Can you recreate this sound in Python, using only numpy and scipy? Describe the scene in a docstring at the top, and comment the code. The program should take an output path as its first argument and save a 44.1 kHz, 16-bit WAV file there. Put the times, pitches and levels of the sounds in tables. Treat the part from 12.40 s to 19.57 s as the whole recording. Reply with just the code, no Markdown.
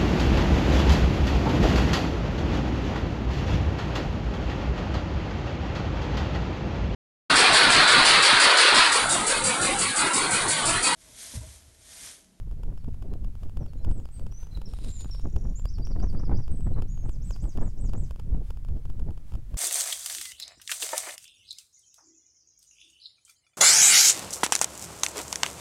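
"""Songbird at a windy field edge

A small bird off in the trees sings one phrase of thin whistles, a trill and swooping notes. Close by,
a pheasant at a feeder shakes out its feathers. Gusts buffet the microphone of a small outdoor camera,
which hisses, and crackles on the crest of the sharper thumps."""
import sys
import numpy as np
from scipy import signal
from scipy.fft import rfft, irfft, next_fast_len
from scipy.io import wavfile
from scipy.ndimage import uniform_filter1d, map_coordinates

SR = 44100
rng = np.random.default_rng(int(sys.argv[2]) if len(sys.argv) > 2 else 0)


def to_wav(sig):
    """Store sig (one row per channel, or 1-D mono) as 16-bit WAV at the path in sys.argv[1].

    Samples outside -1..1 are clipped; the rate is SR.
    """
    pcm = np.clip(np.atleast_2d(sig), -1, 1) * 32767
    pcm = np.round(pcm).astype(np.int16)
    wavfile.write(sys.argv[1], SR, pcm.T)  # frames by channels


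N = 316197
TIME = np.arange(N) / SR

# The colour of each noise. Each row: frequency in Hz, relative spectral density in dB.
HISS_SPECTRUM = [(30, 9.5), (300, 0), (700, 2), (1200, -1.5), (2000, -4), (4000, -7.5), (6000, -9),
                 (9000, -9.5), (12000, -12), (15500, -14.5)]
RUMBLE_SPECTRUM = [(2, 3), (10, 5), (22, -2), (35, -2), (60, -11), (100, -13.5), (160, -22.5), (260, -36),
                   (500, -64), (2000, -130)]
RUSH_SPECTRUM = [(60, -18.5), (140, -3), (220, -6), (320, -11), (500, -18), (800, -28.5), (1300, -45),
                 (2000, -59), (4000, -83), (9000, -110)]
PUFF_SPECTRUM = [(30, 6.5), (130, 3), (250, 1), (450, -13.5), (800, -16), (1300, -25.5), (2000, -35),
                 (3200, -51), (6000, -60), (12000, -100)]
FIZZ_SPECTRUM = [(100, -16), (1000, 3), (4000, 2), (15000, -22)]
FEATHER_SPECTRUM = [(300, 8.5), (800, 1), (1800, -2), (2900, 0), (3300, 0.5), (3900, 9), (4400, 1),
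                    (5000, 3), (5900, -6), (7200, 0), (8200, -1.5), (9100, 5.5), (10500, -7.5),
                    (15000, -20)]

# Brief swells of the hiss. Each row: peak time in seconds, lift in dB.
HISS_SWELLS = [(1.03, 4), (1.78, 4), (2.02, 7.5), (2.15, 6.5), (4.88, 4.5), (4.96, 3.5), (5.15, 4.5),
               (5.68, 3.5), (6.08, 5.5), (6.9, 5.5), (7.12, 4)]
# The breeze between gusts. Each row: time in seconds, relative rumble level in dB.
BREEZE = [(0, -34), (1.7, -39), (2.3, -34.5), (3.0, -33.5), (3.8, -25), (4.5, -30), (5.5, -34), (6.2, -34),
          (7.17, -39)]
# Gusts on the microphone. Each row: peak time and half-width in seconds, relative rumble and rush in dB.
GUSTS = [(0.123, 0.012, -33.5, -50), (0.295, 0.049, -28.5, -44.5), (.49, 0.057, -33, -54),
         (.72, 0.059, -31.5, -46.5), (0.857, 0.038, -27.5, -50), (1.058, .037, -30, -54.5),
         (1.205, 0.054, -31.5, -47), (1.395, 0.051, -32.5, -51), (1.486, 0.034, -18.5, -40.5),
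         (1.57, 0.057, -29.5, -45), (1.849, 0.049, -29, -46), (2.191, 0.024, -37, -49),
         (2.29, 0.062, -41, -53), (2.469, .03, -30.5, -40), (2.86, 0.026, -24.5, -45),
         (2.961, 0.027, -24.5, -49.5), (3.071, 0.045, -26.5, -42), (3.409, 0.019, -29.5, -41.5),
         (3.605, 0.089, -25, -45), (3.757, 0.025, -24.5, -37.5), (3.945, 0.054, -20.5, -41.5),
         (4.119, 0.024, -23, -43), (4.275, 0.04, -21.5, -42), (4.38, 0.058, -23.5, -43),
         (4.662, 0.021, -25, -41.5), (4.778, 0.025, -29, -55), (5.053, 0.034, -29, -43),
         (5.223, 0.053, -21.5, -41.5), (5.46, 0.074, -25, -47), (5.59, 0.053, -25, -45),
         (5.945, 0.057, -23, -42.5), (6.332, 0.036, -25, -41.5), (6.498, 0.031, -26, -52),
         (6.645, 0.071, -27, -45.5), (6.955, 0.036, -30, -48), (7.146, .025, -35.5, -47.5)]
# Puffs of air on the microphone. Each row: peak time in seconds, relative level in dB,
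# half-width in seconds.
PUFFS = [(0.301, -50, .0061), (0.324, -48, .0074), (0.716, -53, 0.0072), (1.228, -46.5, .011),
         (1.483, -45.5, 0.0089), (1.512, -41, .0056), (2.447, -48.5, 0.0064), (2.658, -43.5, .0041),
         (2.857, -38.5, 0.0037), (3.055, -40, 0.0046), (3.513, -42.5, 0.01), (3.563, -41, 0.0096),
         (3.602, -41.5, 0.0039), (3.637, -34, 0.013), (3.668, -42.5, 0.0063), (3.751, -38.5, 0.0062),
         (3.801, -39.5, 0.0079), (3.837, -40, 0.0074), (3.896, -33, 0.0033), (3.92, -31, .013),
         (3.998, -43.5, 0.02), (4.122, -44.5, 0.0098), (4.273, -38.5, 0.013), (4.372, -47, 0.014),
         (4.391, -37.5, 0.013), (4.659, -46, .0087), (5.054, -45.5, 0.0081), (5.185, -38.5, 0.007),
         (5.222, -39, 0.017), (5.26, -46.5, 0.02), (5.446, -46.5, .006), (5.548, -43.5, 0.0097),
         (5.578, -37.5, 0.0029), (5.948, -34.5, 0.0031), (6.623, -49, 0.0058), (6.69, -42.5, 0.0064)]
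# Thumps that make the microphone crackle. Each row: time in seconds, relative level in dB, click count.
THUMPS = [(0.113, -60, 1), (0.235, -55.5, 3), (0.377, -59.5, 1), (0.445, -58.5, 1), (0.544, -60.5, 1),
          (0.625, -53.5, 2), (0.738, -52.5, 1), (0.846, -56, 3), (0.954, -58.5, 1), (1.035, -56, 3),
          (1.096, -58, 1), (1.172, -49, 1), (1.263, -59, 3), (1.335, -57.5, 1), (1.448, -49.5, 2),
          (1.6, -60.5, 1), (1.689, -61.5, 1), (1.796, -57, 1), (1.867, -56.5, 3), (1.924, -58.5, 1),
          (2.032, -54.5, 4), (2.071, -60, 3), (2.174, -51.5, 2), (2.218, -53, 4), (2.337, -53.5, 3),
          (2.389, -54, 1), (2.646, -54.5, 1), (2.749, -55, 4), (2.797, -60.5, 3), (2.964, -48, 1),
          (3.196, -58.5, 3), (3.256, -44, 2), (3.385, -55, 2), (3.472, -55, 1), (3.729, -60, 1),
          (4.081, -56, 1), (4.423, -49, 2), (4.576, -58.5, 1), (4.694, -49, 1), (4.908, -48, 2),
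          (4.963, -52.5, 2), (5.041, -55, 1), (5.175, -46.5, 1), (5.495, -52.5, 1), (5.535, -47.5, 1),
          (5.71, -49, 2), (5.761, -60, 1), (5.798, -52, 4), (6.106, -49, 3), (6.173, -58, 1),
          (6.249, -58.5, 1), (6.287, -59.5, 1), (6.455, -55, 1), (6.501, -56.5, 1), (6.598, -57, 3),
          (6.708, -57, 1), (6.776, -56, 1), (6.922, -57, 2), (6.954, -53.5, 3), (7.144, -50.5, 2)]
# The pheasant's ruffles. Each row: peak time in seconds, relative level in dB, rise and fall in seconds.
RUFFLES = [(2.29, -63.5, 0.0073, 0.043), (2.445, -43.5, .001, .004), (2.46, -54.5, 0.071, 0.054),
           (2.505, -59, .001, .002), (2.61, -55.5, 0.03, 0.036), (2.745, -62, 0.059, 0.084)]

# Short straight chirps. Each row: start and length in seconds, relative level in dB,
# first and last pitch in Hz.
CHIRPS = [(.372, 0.051, -75, 5700, 4100), (.7, .05, -77, 4170, 4050), (1.203, 0.042, -67.5, 6050, 5250),
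          (1.28, 0.023, -73, 4700, 4100), (1.37, 0.063, -77, 4080, 4100), (1.372, .018, -70, 7200, 6300),
          (1.42, .027, -72, 5570, 4600), (1.645, 0.024, -71, 5200, 4500), (1.74, 0.081, -78, 4700, 4600),
          (1.778, .012, -58, 8050, 7500), (2.145, .012, -51, 4220, 3850), (2.256, 0.015, -52, 5650, 5100),
          (2.345, .017, -69, 3870, 3800), (2.486, 0.019, -54, 7750, 6800), (2.747, .02, -59.5, 5150, 4300),
          (3.695, 0.057, -73, 8400, 9000), (4.335, 0.015, -67, 4300, 3900), (4.38, 0.014, -70, 4300, 3880),
          (4.428, .017, -73, 4470, 3960)]
# Arched whistles. Each row: start and length in seconds, relative level and its change over the note
# in dB, first, middle and last pitch of the arch in Hz, pitch offsets going in and coming out in Hz.
WHISTLES = [(1.491, .11, -64.5, 4, 8350, 8050, 7300, -1500, -600),
            (1.712, 0.073, -61, 2, 8450, 8280, 8200, -1400, -600),
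            (1.915, 0.11, -57, 2, 5860, 6030, 6115, -300, -50),
            (2.11, .07, -65, 2, 4050, 4050, 3840, -2, 0),
            (2.513, 0.11, -50.5, -3.5, 7640, 7080, 7000, 0, 0),
            (2.71, 0.027, -49.5, -7, 5550, 5430, 5250, -4, 0),
            (3.156, 0.041, -51, -10, 6950, 7400, 7140, -200, 0),
            (4.111, 0.17, -65.5, -5, 8400, 7950, 7740, 300, 0),
            (4.482, 0.17, -62.5, -8, 6930, 6600, 6450, -1400, 0)]
# Syllables the bird repeats. Each row: offset in seconds, pitch in Hz, relative level in dB.
RISE_SHAPE = [(-.036, 4700, -9.5), (-.018, 4760, -4.5), (-.008, 5000, -6.5), (0, 5560, 2),
              (.007, 6050, -6.5), (.017, 6130, -19)]
FALL_SHAPE = [(-.005, 5900, 8), (0, 5510, -2), (.008, 4980, -1.5), (.02, 4470, -2), (.027, 4330, -8)]
SWOOP_SHAPE = [(-.02, 4820, -23), (-.007, 5650, -3), (.002, 6800, -2), (.014, 7670, -3), (.024, 8130, -2),
               (.04, 8030, -1.5), (.056, 7600, -3), (.08, 6490, -0.5), (.094, 5550, -5), (.115, 4530, -2)]
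TICK_SHAPE = [(-.005, 7280, -6), (-.003, 6900, 9), (-.001, 5860, 2), (.001, 5750, 8), (.004, 5300, -3)]
# Their repeats. Each row: time in seconds, relative level in dB, length factor, pitch range factor
# and, for the swoops, accent on the crest in dB.
RISE_REPEATS = [(3.293, -51.5, 1.05, 1.06), (3.452, -50.5, 1.05, 0.93), (3.630, -53, 1.1, 1.3),
                (3.797, -54.5, 1.01, 1), (3.973, -52.5, 0.92, 1.15)]
FALL_REPEATS = [(3.343, -53, 0.9, 0.82), (3.506, -55.5, 1, 0.97), (3.686, -57, 1, 0.82),
                (3.850, -63, 1.1, 0.85), (4.024, -60, 0.99, 1.0)]
SWOOP_REPEATS = [(4.646, -59.5, 1, 1.11, -3.5), (4.831, -54, 0.99, 1.0, -1.5),
                 (5.009, -60, 1.07, 1.02, 0.5), (5.205, -61.5, 0.95, 1.0, 1), (5.386, -58.5, .95, 1.0, -1),
                 (5.565, -63, 0.93, 1, 8.5)]


def undb(db):
    """Decibels to gain."""
    return 10 ** (np.asarray(db) / 20)


def add(track, start_s, sound):
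    """Mix a sound into a track from a given time."""
    start = int(round(start_s * SR))
    first, last = max(start, 0), min(start + len(sound), N)
    if last > first:
        track[first:last] += sound[first - start:last - start]


def noise(spectrum):
    """Noise of rms 1, coloured by a spectrum table."""
    hz, db = np.transpose(spectrum)
    size = next_fast_len(N)
    bins = np.maximum(np.fft.rfftfreq(size, 1 / SR), 1)
    gain = undb(np.interp(np.log(bins), np.log(hz), db))
    x = irfft(rfft(rng.standard_normal(size)) * gain, size)[:N]
    return x / x.std()


def wander(rate_hz):
    """A smooth random curve of spread 1 that changes rate_hz times a second."""
    x = map_coordinates(rng.standard_normal(4096), [TIME * rate_hz], order=2, mode="wrap")
    return x / x.std()


def steady(x, span_s):
    """Take the slow swells out of a noise, leaving rms 1."""
    size = int(span_s * SR)
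    power = uniform_filter1d(uniform_filter1d(x ** 2, size), size)
    return x / np.sqrt(power + 1e-9)


def hiss(level_db=-68, swell_s=.026):
    """The hiss of the microphone and the open field, swelling briefly now and then."""
    swell_db = sum(db * np.exp(-.5 * ((TIME - s) / swell_s) ** 2) for s, db in HISS_SWELLS)
    return noise(HISS_SPECTRUM) * undb(level_db + swell_db)


def wind(rumble_gain_db=2.5, rush_gain_db=-.5, eddy_db=5, grit_db=-9):
    """Gusts over a breeze: slow pressure swings rumble at the microphone port, smaller eddies rush."""
    rumble_power = undb(np.interp(TIME, *np.transpose(BREEZE))) ** 2
    rush_power = rumble_power * undb(-26.5) ** 2  # the breeze is mostly rumble
    for s, width_s, rumble_db, rush_db in GUSTS:
        swell = np.exp(-np.abs((TIME - s) / width_s) ** 2.55)  # steeper sides than a bell curve
        rumble_power += swell * undb(rumble_db) ** 2
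        rush_power += swell * undb(rush_db) ** 2
    rumble = steady(noise(RUMBLE_SPECTRUM), span_s=.058) * np.sqrt(rumble_power)
    eddies = steady(noise(RUSH_SPECTRUM), span_s=.036) + undb(grit_db) * noise(PUFF_SPECTRUM)
    rush = eddies * np.sqrt(rush_power) * undb(eddy_db * wander(70))
    return rumble * undb(rumble_gain_db) + rush * undb(rush_gain_db)


def puffs(gain_db=8, grain_db=1.5):
    """Fast eddies brush the microphone for hundredths of a second, grainy and brighter than the rush."""
    swell = np.zeros(N)
    t = TIME[:SR // 10] - .05
    for s, db, width_s in PUFFS:
        add(swell, s + t[0], undb(db) * np.exp(-np.abs(t / width_s) ** 1.75))
    return swell * undb(gain_db + grain_db * wander(400)) * steady(noise(PUFF_SPECTRUM), span_s=.0064)


def thumps(width_s=.0033, lead_s=.000098, gap_s=.002095, dip_db=30, click_db=17, fizz_db=-12):
    """A pressure dip thumps; toward its crest the microphone fizzes, then clicks in tiny square steps."""
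    dips, clicks, fizz = np.zeros((3, N))
    t = TIME[:SR // 10] - .05
    rebound = np.exp(-.5 * (t / (3 * width_s)) ** 2) / 3
    dip = rebound - np.exp(-.5 * (t / width_s) ** 2)
    fizz_rise = np.exp(t[t < 0] / .005)
    step = np.ones(SR // 2000)
    faint_thumps = [(when * N / SR, -66.5 + 14 * size, 1) for when, size in rng.random((10, 2))]
    for s, db, count in THUMPS + faint_thumps:
        add(dips, s - lead_s + t[0], undb(db + dip_db) * dip)
        add(fizz, s + t[0], undb(db + fizz_db) * fizz_rise)
        jitter = rng.standard_normal(8)
        for k in range(count):
            from_crest = k - (count - 1) / 2
            height = undb(db + click_db - 6 * abs(from_crest) + 1.68 * jitter[k])
            add(clicks, s + gap_s * (from_crest + .14 * jitter[-1 - k]), -height * step)
    return dips + clicks + fizz * noise(FIZZ_SPECTRUM)


def feather_shake(gain_db=.5, beat_db=1.5, grain_db=3):
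    """Close by, a pheasant's stiff feathers rub past each other in uneven ruffles and sharp flicks."""
    force = np.zeros(N)
    for s, db, rise_s, fall_s in RUFFLES:
        force += undb(db) * np.exp(-np.maximum((s - TIME) / rise_s, (TIME - s) / fall_s))
    flutter_db = beat_db * wander(70) + grain_db * wander(550)
    return force * undb(gain_db + flutter_db) * noise(FEATHER_SPECTRUM)


def scatter(x, t60_s, build_s):
    """A diffuse echo of unit gain that builds up and dies away."""
    t = TIME[:SR // 2]
    envelope = np.exp(-np.log(1000) * t / t60_s) * (1 - np.exp(-t / build_s))
    echo = rng.standard_normal(len(t)) * envelope
    return signal.fftconvolve(x, echo / np.linalg.norm(echo))[:N]


def trees(song):
    """Twigs round the bird smear each note; trunks further off add a soft tail."""
    twigs = undb(-3) * scatter(song, t60_s=.12, build_s=.002)
    trunks = undb(-7) * scatter(song, t60_s=.4, build_s=.012)
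    return song + twigs + trunks


def syllable(shape, s, db, stretch=1, reach=1, accent_db=0):
    """One repeat of a shape, stretched in time and pitch range, its highest part accented."""
    t, hz, shape_db = np.transpose(shape)
    lift_hz = hz - hz.min()
    crest_db = accent_db * (lift_hz / lift_hz.max()) ** 2
    return np.column_stack([s + t * stretch, hz.min() + reach * lift_hz, db + shape_db + crest_db])


def song_notes(scoop_s=.007, drop_s=.0056, trill_start_s=2.817, trill_period_s=.0283):
    """Every note of the phrase. Each row of a note: time in seconds, pitch in Hz, relative level in dB."""
    notes = [np.array([(s, first, db), (s + length, last, db)]) for s, length, db, first, last in CHIRPS]
    along = np.linspace(0, 1, 60)
    for s, length, db, change_db, first, middle, last, scoop_hz, drop_hz in WHISTLES:
        t = along * length
        arch = np.polyval(np.polyfit([0, .5, 1], [first, middle, last], 2), along)
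        slides = scoop_hz * np.exp(-t / scoop_s) + drop_hz * np.exp((t - length) / drop_s)
        notes.append(np.column_stack([s + t, arch + slides, db + change_db * (along - .5)]))
    notes += [syllable(RISE_SHAPE, *row) for row in RISE_REPEATS]
    notes += [syllable(FALL_SHAPE, *row) for row in FALL_REPEATS]
    notes += [syllable(SWOOP_SHAPE, *row) for row in SWOOP_REPEATS]
    trill = [syllable(TICK_SHAPE, trill_start_s + k * trill_period_s, db=-66.5) for k in range(12)]
    return notes + trill


def songbird(gain_db=-3, waver=.008, flutter_db=3.5, margin_s=.0026):
    """The small bird's pure tone glides through each note, unsteady in pitch and strength."""
    song = np.zeros(N)
    bend = 1 + waver * wander(260)
    flutter = flutter_db * wander(170)
    for note in song_notes():
        s, hz, db = note.T
        span = slice(int((s[0] - margin_s) * SR), int((s[-1] + margin_s) * SR))
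        t = TIME[span]
        from_edge_s = np.minimum(t - t[0], t[-1] - t)
        fade = np.sin(np.pi / 2 * np.clip(from_edge_s / (2.35 * margin_s), 0, 1)) ** 2
        strength = undb(np.interp(t, s, db) + flutter[span])
        phase = 2 * np.pi * np.cumsum(np.interp(t, s, hz) * bend[span]) / SR
        song[span] += fade * strength * np.sqrt(2) * np.sin(phase)
    return song * undb(gain_db)


def scene():
    """One microphone at the field edge: song from the trees, feathers close by, wind right on it."""
    return (trees(songbird()) + wind() + puffs() + thumps() + feather_shake() + hiss())[None]


def record(dry):
    """The camera cuts the treble above 15750 Hz."""
    return signal.sosfilt(signal.ellip(8, .2, 60, 15750, fs=SR, output="sos"), dry)


dry = scene()
out = record(dry)
to_wav(out)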